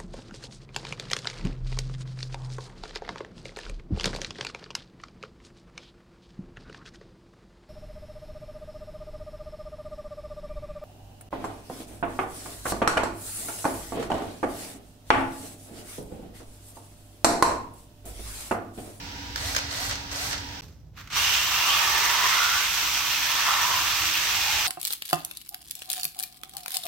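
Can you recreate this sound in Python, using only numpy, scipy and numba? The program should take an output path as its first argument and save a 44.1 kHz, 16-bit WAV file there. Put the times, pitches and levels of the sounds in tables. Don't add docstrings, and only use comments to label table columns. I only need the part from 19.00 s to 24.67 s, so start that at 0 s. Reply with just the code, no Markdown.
import sys
import numpy as np
from scipy import signal
from scipy.fft import rfft, irfft, next_fast_len
from scipy.io import wavfile
from numba import njit

SR = 44100
rng = np.random.default_rng(int(sys.argv[2]) if len(sys.argv) > 2 else 0)


def volts(x):
    e = np.asarray(x, float) / 20
    return 10 ** e


def unload_wav(signal):
    wavfile.write(
        sys.argv[1],
        SR,
        np.round(np.clip(np.atleast_2d(signal).T, -1, 1) * 32767).astype(np.int16),
    )


N = 250047

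# time [s], pitch [Hz], level [dB].
LOADED = [(2.2, 395, -72), (2.31, 391, -52), (2.36, 389, -59), (2.41, 334, -57), (2.6, 336, -61.5),
          (2.78, 371, -55.5), (3.0, 384.5, -53), (3.26, 386, -56), (3.5, 362, -68.5), (3.7, 325, -57),
          (3.93, 308, -52), (4.1, 288.5, -62), (4.3, 288, -59), (4.5, 333, -61), (4.76, 328, -57.5),
          (5.0, 313, -57), (5.25, 322, -63), (5.67, 354, -66)]
# time [s], level [dB].
PRESS = [(2.09, -65), (2.16, -30.5), (2.32, -36), (2.56, -31), (2.88, -25), (3.05, -28.5), (3.43, -24.5),
         (3.5, -32), (3.56, -30.5), (3.78, -38), (3.89, -33), (4.22, -37), (4.44, -28.5), (4.49, -22),
         (4.56, -26.5), (4.99, -34), (5.4, -40.5), (5.67, -34)]
# frequency [Hz], level [dB per Hz].
BRISTLES = [(180, -29), (300, -20.5), (328, -15), (349, -25.5), (399, -16.5), (437, -18.5), (508, -20),
            (875, -5.5), (1080, -3.5), (1970, -2), (2790, 0.5), (4800, -3.5), (6020, -2), (9460, -20),
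            (11000, -20.5), (14300, -27.5), (22000, -120)]
# frequency [Hz], level [dB per Hz].
FOAM = [(7000, -32), (9500, -23), (11500, -3.5), (13500, 2.5), (15300, -2), (17000, 0)]
# level at usual speed [dB], rise [dB per octave], loss at standstill [dB].
HISS_LAW = (-30.0, 5.1, 21)
SPRAY_LAW = (-35.5, 3.0, 41)
# frequency [Hz], width [Hz], level [dB].
RASP = [(2384, 79, 1), (2540, 31, 13), (2802, 46, 10), (3080, 94, 1), (3330, 68, 8.5), (4240, 180, -8),
        (4900, 180, -11.5), (6150, 280, -19)]
# peak [s], level [dB], rise [s], fall [dB per s].
SNAGS = [
    (2.15, -41, .03, 59),
    (2.72, -24, 0.3, 50),
    (3.43, -31, 0.54, 90),
    (4.15, -28.5, .3, 20),
    (4.76, -29, 0.1, 45),
    (5.15, -23, .04, 170),
]
# start [s], end [s], start [Hz], end [Hz], level [dB].
MAT_RINGS = [(2.52, 2.9, 920, 1370, -41), (2.68, 3.19, 920, 935, -36.5), (2.98, 3.42, 990, 1150, -36),
             (3.3, 3.71, 1280, 1520, -32), (2.66, 3.3, 1510, 2040, -31), (3.11, 3.54, 1790, 2100, -30.5),
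             (4.15, 4.45, 995, 1090, -39), (4.44, 4.6, 1050, 1100, -43), (4.55, 4.85, 1030, 1060, -36.5),
             (4.1, 4.896, 1670, 1850, -34), (5.2, 5.58, 2460, 2730, -46.5), (5.3, 5.79, 840, 875, -38),
             (2.12, 2.55, 2850, 2940, -30), (2.47, 2.86, 2700, 3100, -33.5)]
# start [s], release [s], rush [dB], fall while coasting [dB per s].
BLIPS = [
    (0.352, 0.548, -34.5, 70),
    (0.689, 0.894, -34, 128),
    (1.096, 1.31, -34, 140),
]
# multiple of the gear pitch, level [dB].
WHINE = [(1, 3), (1.42, -7), (2, -3), (2.97, -1), (5.6, -1), (7.4, -3)]
# frequency [Hz], level [dB per Hz].
RUSH_COLOUR = [(240, -45), (400, -10), (530, -3.5), (680, -0.5), (950, -3), (1500, 1), (1970, -1.5),
               (2560, -3), (4370, 0.5), (6200, -3.5), (8200, -9.5), (9600, -16.5), (12500, -12.5),
               (17000, -25)]
# frequency [Hz], width [Hz], level [dB].
HOUSING = [(1960, 76, -2.5), (4340, 42, 0), (4570, 37, -21), (5000, 85, -11), (5630, 72, -11),
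           (6280, 140, -3)]
# start [s], peak [dB], ring [dB].
CLACKS = [(0.3588, -11, -10), (0.3774, -23, 0), (0.5482, -11.5, 0), (0.562, -19, 0), (0.564, -4, 2),
          (0.58, -18, 4), (0.5874, -16, 0.5), (0.6833, -34, -2), (0.8954, -18, -4), (0.91, -15, 3),
          (0.954, -18.5, 0), (1.1144, -24.5, 3), (1.3109, -18, -4), (1.329, -12, -8), (1.3794, -20, 0)]
# frequency [Hz], level [dB], decay by 60 dB [s].
CLACK_MODES = [(1450, -7, 0.03), (2360, 1, 0.13), (2460, -18, 0.19), (3140, 0, 0.037), (3418, -37.5, 0.19),
               (3600, -5, 0.033), (3800, -14.5, 0.2), (4260, -11, 0.044), (5170, 2, 0.047),
               (6430, 4.5, 0.083), (7585, -23, 0.13), (11000, -18, 0.049)]
# frequency [Hz], level [dB per Hz].
CLACK_COLOUR = [(200, -17), (450, -1.5), (800, -10), (1500, 5), (3000, -10.5), (5500, 2.5), (8000, -11),
                (10000, -22), (13000, -18), (17000, -17.5)]
# left delay [ms], right delay [ms], level [dB].
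ECHOES = [(2.9, 3.3, -15), (6.1, 5.2, -15), (9.7, 11.3, -15), (16.3, 14.1, -16)]
# peak [s], level [dB], rise [s], hold [s], fall [dB per s].
SETTLE = [
    (1.976, -45.5, 0.019, 0.038, 500),
    (1.96, -59, 0.041, 0.0073, 300),
    (2.035, -54.5, .04, .08, 302),
    (2.074, -43, .003, 0.0013, 2000),
    (2.103, -43, .002, 0, 1000),
    (2.13, -38, .03, 0.0034, 900),
]
# frequency [Hz], level [dB per Hz].
SETTLE_COLOUR = [(300, -23), (600, -27), (1200, -8.5), (2000, -11.5), (3700, -15), (6500, -19.5),
                 (9500, -39), (13500, -26), (17000, -31.5)]
# peak [s], level [dB], rise [s], hold [s], fall [dB per s].
DRIP_TAIL = [
    (1.62, -49, .003, .022, 300),
    (1.684, -56, .012, 0, 300),
    (1.65, -58, .02, 0, 52),
]
# frequency [Hz], level [dB per Hz].
DRIP_COLOUR = [(150, -13.5), (300, -14), (600, -23), (2500, -28), (6000, -26), (9500, -44), (13500, -34),
               (17000, -45)]
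# frequency [Hz], level [dB per Hz].
YARD_NEAR = [(88, -35), (150, -17), (285, -13.5), (320, -18.5), (510, -21.5), (585, -24), (932, -10),
             (1070, -23.5), (1540, -15.5), (1840, -17.5), (2930, -17.5), (5680, -18.5), (9600, -42.5),
             (15600, -35)]
# frequency [Hz], level [dB per Hz].
YARD_FAR = [(88, -34), (150, 7.5), (244, -9.5), (601, -13), (1140, -26), (2920, -56), (5150, -40),
            (9260, -54), (14000, -33), (16000, -62)]
# frequency [Hz], waver [share of the pitch], level [dB rms].
HUM = [(283.7, 0.0026, -49), (958, 0.0032, -53), (494, 0.0061, -61)]
# frequency [Hz], level [dB per Hz].
RUMBLE = [(15, -55), (25, -23), (43, 5), (64, 5), (107, 2), (156, -10), (220, -17), (290, -13.5),
          (480, -120)]
# peak [s], level [dB], rise [s], fall [dB per s].
SWELLS = [(.4, -42, 0.25, 8), (1.36, -40.5, 0.37, 70), (2.16, -45, .08, 25), (2.53, -45, .05, 80),
          (2.72, -50, .04, 32), (4.59, -49, 0.44, 60), (5.57, -43, .07, 90)]
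# frequency [Hz], likeness [-1 to 1].
NEAR_LIKENESS = [(60, 0.92), (150, 1), (380, 0.79), (950, -0.24), (2380, -0.086), (5980, -0.034),
                 (15000, 0.14)]
# frequency [Hz], likeness [-1 to 1].
FAR_LIKENESS = [(60, 0.95), (130, 0.9), (290, 0.88), (640, 0.67), (1410, 0.66), (3100, 0.38), (6820, 0.0),
                (15000, 0.03)]
# frequency [Hz], left minus right [dB].
PORTS = [(60, -1.5), (300, -2.5), (3000, -2.5), (4500, -1.5), (6000, -6.5), (7500, 9), (9000, 14.5),
         (10500, -8.5), (12500, -5.5), (15000, -7)]

CHANGE_S, CHANGE_GAP_S, CHANGE_FADE_S = 1.610, 0.009, 0.0015
START_S, SPIN_UP_S, USUAL_HZ = 2.101, 0.069, 350
DRONE_HZ, DRONE_WANDER = 1170, 0.02
RASP_REST_DB = -35.5
SIDEBAND, SIDEBAND_FROM_HZ = 1.08, 370
RING_WIDTH = 0.14
GEAR_HZ, RUN_UP_S, WHINE_DB = 850, 0.065, -47
BITE_S, BITE_DB, EASE_S, EASE_DB = 0.02, -3.5, 0.049, -3.5
BRAKE_S, BRAKE_DB = 0.015, 3
FAN_IDLE_DB, FAN_FULL_DB, FAN_STOP_S = -11, 4.5, 0.021
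CRACK_S, RING_S = 0.013, 0.026
YARD_NEAR_DB, YARD_FAR_DB = -42.5, -57.5
RUMBLE_NEAR_DB, RUMBLE_FAR_DB, GUST_DB = -43.5, -49.5, -1.5
LOW_CUT_HZ, HIGH_CUT_HZ = 45, 15850


def scrub():
    motor_hz, motor_db, running = in_time(LOADED)
    drone_db, gate = in_time(PRESS)
    still = np.clip(1 - (np.arange(N) / SR - START_S) / SPIN_UP_S, 0, None) ** 1.44
    hiss_db = brush_level(HISS_LAW, motor_hz, still)
    spray_db = brush_level(SPRAY_LAW, motor_hz, still)
    wobble = volts(0.15 * drift(8.0) + 0.5 * drift(22))
    hiss = coloured(grains(16000, 0.57), BRISTLES, FAR_LIKENESS, patchy_db=-0.47, per_s=6.3)
    hiss = volts(hiss_db + 5.0) * hiss
    spray = coloured(grains(20000, 1.0), FOAM, FAR_LIKENESS, patchy_db=-1.0)
    spray = volts(spray_db + 1.5 + 0.3 * drift(3.0)) * spray

    flicks = spread(grains(7000, 2.4), FAR_LIKENESS)
    rasp = 0
    for hz, width, level_db in RASP:
        rasp = rasp + volts(level_db + 1.6 * drift(1.7)) * resonate(flicks, hz, width)
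    rest = volts(RASP_REST_DB + hiss_db - HISS_LAW[0])
    snags = [swell(s, db, rise, 0, fall) for s, db, rise, fall in SNAGS]
    rasp = power_sum([rest] + snags) * volts(-3.5) * rms_one(rasp)

    pressed = volts(drone_db - 3.5) * np.clip((drone_db - hiss_db + 8.0) / 6, 0, 1)
    drone_hz = DRONE_HZ * (1 + DRONE_WANDER * drift(1.2))
    drone = pressed * rms_one(resonate(resonate(flicks, drone_hz, 550), drone_hz, 580))
    brush = hiss + spray + rasp + drone + mat_rings(flicks)
    return gate * wobble * brush + loaded_motor(flicks, motor_hz, motor_db, running)


def brush_level(law, motor_hz, still):
    usual_db, per_octave, loss = law
    return usual_db + per_octave * np.log2(motor_hz / USUAL_HZ) - loss * still - 40 * (still > 1)


def mat_rings(flicks):
    t, out = np.arange(N) / SR, 0
    for start, end, from_hz, to_hz, level_db in MAT_RINGS:
        along = np.clip((t - start) / (end - start), 0, 1)
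        hz, width = from_hz + (to_hz - from_hz) * along, RING_WIDTH * to_hz
        ring = rms_one(resonate(resonate(flicks, hz, width), hz, 1.56 * width))
        out = out + volts(level_db) * np.sin(np.pi * along) * ring
    return out


def loaded_motor(flicks, motor_hz, motor_db, running):
    low, high = (rms_one(resonate(resonate(flicks, hz, 6.9), hz, 25))
                 for hz in (motor_hz, SIDEBAND * motor_hz))
    fast = np.clip((motor_hz - SIDEBAND_FROM_HZ) / 15, 0, 1)
    return running * volts(motor_db + 1.5 * drift(4.2)) * (low + high * fast)


def free_spin():
    rush = coloured(grains(24000, 2.0), RUSH_COLOUR, NEAR_LIKENESS, patchy_db=1.5, per_s=77.0)
    rings = sum(volts(level_db) * resonate(rush, hz, width) for hz, width, level_db in HOUSING)
    treble = signal.sosfiltfilt(signal.butter(2, 7000, "high", fs=SR, output="sos"), rush)
    t, whine, power, fan = np.arange(N) / SR, 0, 0, 0
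    for start, stop, rush_db, coast in BLIPS:
        speed = 1 - np.exp(-np.clip(t - start, 0, None) / RUN_UP_S)
        braked = stop + BRAKE_S
        shape_db = np.interp(t, [start, start + BITE_S, stop - EASE_S, stop, braked, braked + 1],
                             [-30, BITE_DB, 0, EASE_DB, BRAKE_DB, BRAKE_DB - coast])
        power = power + (t > start) * volts(rush_db + shape_db) ** 2
        fan = np.maximum(fan, np.sqrt(speed) * np.exp(-np.clip(t - stop, 0, None) / FAN_STOP_S))
        turn = 2 * np.pi * np.cumsum(GEAR_HZ * speed * (1 + 0.0089 * drift(60))) / SR
        loud = volts(WHINE_DB) * np.clip(4 * speed - 2.0, 0, 1) * np.clip((stop - t) / 0.012, 0, 1)
        for multiple, line_db in WHINE:
            lag = rng.uniform(0.2, 0.9) * multiple
            line = volts(line_db + 0.88 * np.sqrt(multiple) * drift(25))
            whine = whine + loud * line * np.sin(multiple * turn + [[0], [lag]])
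    treble_db = FAN_IDLE_DB + (FAN_FULL_DB - FAN_IDLE_DB) * fan
    body = rush + 1.35 * rings + (volts(treble_db) - 1) * treble
    return whine + np.sqrt(power) * volts(2.0) * body


def clacks():
    t, out = np.arange(3000) / SR, np.zeros((2, N + 3000))
    crack = coloured(rng.standard_normal((2, N)), CLACK_COLOUR, NEAR_LIKENESS, patchy_db=-2.0, per_s=10.0)
    for s, peak_db, ring_db in CLACKS:
        at = round(s * SR)
        blow = crack[:, at:at + 3000] * (volts(-60 * t / CRACK_S) + 0.12 * volts(-60 * t / 0.097))
        for hz, level_db, t60 in CLACK_MODES:
            strength = volts(level_db - 13.5 + ring_db + rng.normal(0, 3.2, (2, 1)))
            swing = np.sin(2 * np.pi * (hz * t + rng.random((2, 1))))
            blow = blow + strength * swing * volts(-60 * t / min(t60, RING_S))
        out[:, at:at + 3000] += volts(peak_db - 6) * blow * (1 - np.exp(-t / 0.00067))
    return out[:, :N]


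def echoes(x):
    out = x.copy()
    for left_ms, right_ms, level_db in ECHOES:
        for side, ms in enumerate((left_ms, right_ms)):
            lag = round(ms * SR / 1000)
            out[side, lag:] += volts(level_db) * x[side, :-lag]
    return out


def yard():
    t = np.arange(N) / SR
    before = np.sin(np.pi / 2 * np.clip((CHANGE_S - t) / CHANGE_FADE_S, 0, 1)) ** 2
    after = np.sin(np.pi / 2 * np.clip((t - CHANGE_S - CHANGE_GAP_S) / CHANGE_FADE_S, 0, 1)) ** 2
    near = coloured(rng.standard_normal((2, N)), YARD_NEAR, NEAR_LIKENESS, patchy_db=0.5)
    near = volts(YARD_NEAR_DB + 3) * near + machine_hum()
    far = coloured(rng.standard_normal((2, N)), YARD_FAR, FAR_LIKENESS, patchy_db=1.0)
    far = volts(YARD_FAR_DB) * far + wet_noises(SETTLE, SETTLE_COLOUR) + wet_noises(DRIP_TAIL, DRIP_COLOUR)
    return before * near + after * far + (before + after) * low_rumble()


def wet_noises(events, colour):
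    gain = power_sum([swell(*row) for row in events])
    return gain * volts(2.0) * coloured(grains(9000, 1.3), colour, FAR_LIKENESS, patchy_db=0.5)


def machine_hum():
    out = 0
    for hz, waver, level_db in HUM:
        turn = 2 * np.pi * np.cumsum(hz * (1 + waver * drift(10.8))) / SR
        out = out + volts(level_db + 1.0 + 0.5 * drift(10.0)) * np.sin(turn)
    return out


def low_rumble():
    t = np.arange(N) / SR
    steady = volts(np.where(t < CHANGE_S, RUMBLE_NEAR_DB, RUMBLE_FAR_DB) + GUST_DB * drift(2.7))
    gain = power_sum([steady] + [swell(s, db, rise, 0, fall) for s, db, rise, fall in SWELLS])
    return gain * coloured(rng.standard_normal((2, N)), RUMBLE, FAR_LIKENESS, patchy_db=-2.2)


def swell(at, level_db, rise, hold, fall):
    t = np.arange(N) / SR - at
    return volts(level_db - fall * np.clip(t - hold, 0, None)) * np.clip(1 + t / rise, 0, 1) ** 2


def power_sum(gains):
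    return np.sqrt(sum(g ** 2 for g in gains))


def rms_one(x):
    return x / np.sqrt(np.mean(x ** 2) + 1e-20)


def in_time(rows, fade=0.0077):
    s, *columns = np.transpose(rows)
    t = np.arange(N) / SR
    gate = np.clip(np.minimum(t - s[0], s[-1] + fade - t) / fade, 0, 1)
    return [np.interp(t, s, c) for c in columns] + [gate]


def at_hz(points, hz):
    table_hz, values = np.transpose(points)
    return np.interp(np.log(hz + 1), np.log(table_hz), values)


def drift(rate):
    r = np.exp(-64 * np.pi * rate / SR)
    noise = rng.standard_normal(N // 32 + 2002)
    slow = signal.lfilter([1], [1, -2 * r, r * r], noise)[2000:]
    return np.interp(np.arange(N) / 32, np.arange(len(slow)), rms_one(slow))


def grains(per_s, spread_db):
    size = volts(spread_db * np.minimum(rng.exponential(1, (2, N)), 4)) * rng.standard_normal((2, N))
    return rms_one(size * (rng.random((2, N)) < per_s / SR))


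def stereo(pair, likeness):
    size = next_fast_len(N)
    mid, side = rfft(pair, size)
    alike = np.clip(at_hz(likeness, np.arange(len(mid)) * SR / size), -1, 1)
    return np.sqrt(1 + alike) * mid + np.sqrt(1 - alike) * side * [[1], [-1]], size


def spread(pair, likeness):
    sides, size = stereo(pair, likeness)
    return irfft(sides, size)[:, :N]


def coloured(pair, spectrum, likeness, patchy_db, per_s=22.0):
    sides, size = stereo(pair, likeness)
    hz = np.arange(sides.shape[1]) * SR / size
    place, out = 2 * np.log2(hz / 20 + 1e-9), 0
    sides = sides * volts(at_hz(spectrum, np.minimum(hz, 15300)))
    lowest = int(2 * np.log2(spectrum[0][0] / 20))
    highest = int(2 * np.log2(spectrum[-1][0] / 20)) + 1
    for k in range(lowest, highest + 1):
        band = np.cos(np.pi / 2 * np.clip(place - k, -1, 1)) ** 2
        out = out + volts(patchy_db * drift(per_s)) * irfft(sides * band, size)[:, :N]
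    return rms_one(out)


@njit
def sweep(x, hz, r, step):
    out = np.zeros_like(x)
    for i in range(2, len(x)):
        out[i] = x[i] - x[i - 2] + 2 * r * np.cos(step * hz[i]) * out[i - 1] - r * r * out[i - 2]
    return out


def resonate(x, hz, width):
    r = np.exp(-np.pi * width / SR)
    return np.array([sweep(c, hz + np.zeros(N), r, 2 * np.pi / SR) for c in x]) * (1 - r * r) / 2


def scene():
    close = np.arange(N) / SR < CHANGE_S
    return yard() + close * (free_spin() + clacks()) + echoes(scrub())


def band_limit(x):
    return signal.sosfilt(signal.butter(12, 16310, fs=SR, output="sos"), x)


def record(dry):
    size = next_fast_len(N)
    hz = np.arange(size // 2 + 1) * SR / size
    ports = volts(at_hz(PORTS, hz) / 2 * [[1], [-1]])
    gain = ports * (hz < HIGH_CUT_HZ) / np.sqrt(1 + (LOW_CUT_HZ / (hz + 1)) ** 8)
    since = np.arange(N) / SR - CHANGE_S
    gap = np.clip(np.maximum(-since, since - CHANGE_GAP_S) / CHANGE_FADE_S, 0.02, 1)
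    mix = gap * irfft(rfft(dry, size) * gain, size)[:, :N]
    return band_limit(mix)


dry = scene()
out = record(dry)
unload_wav(out)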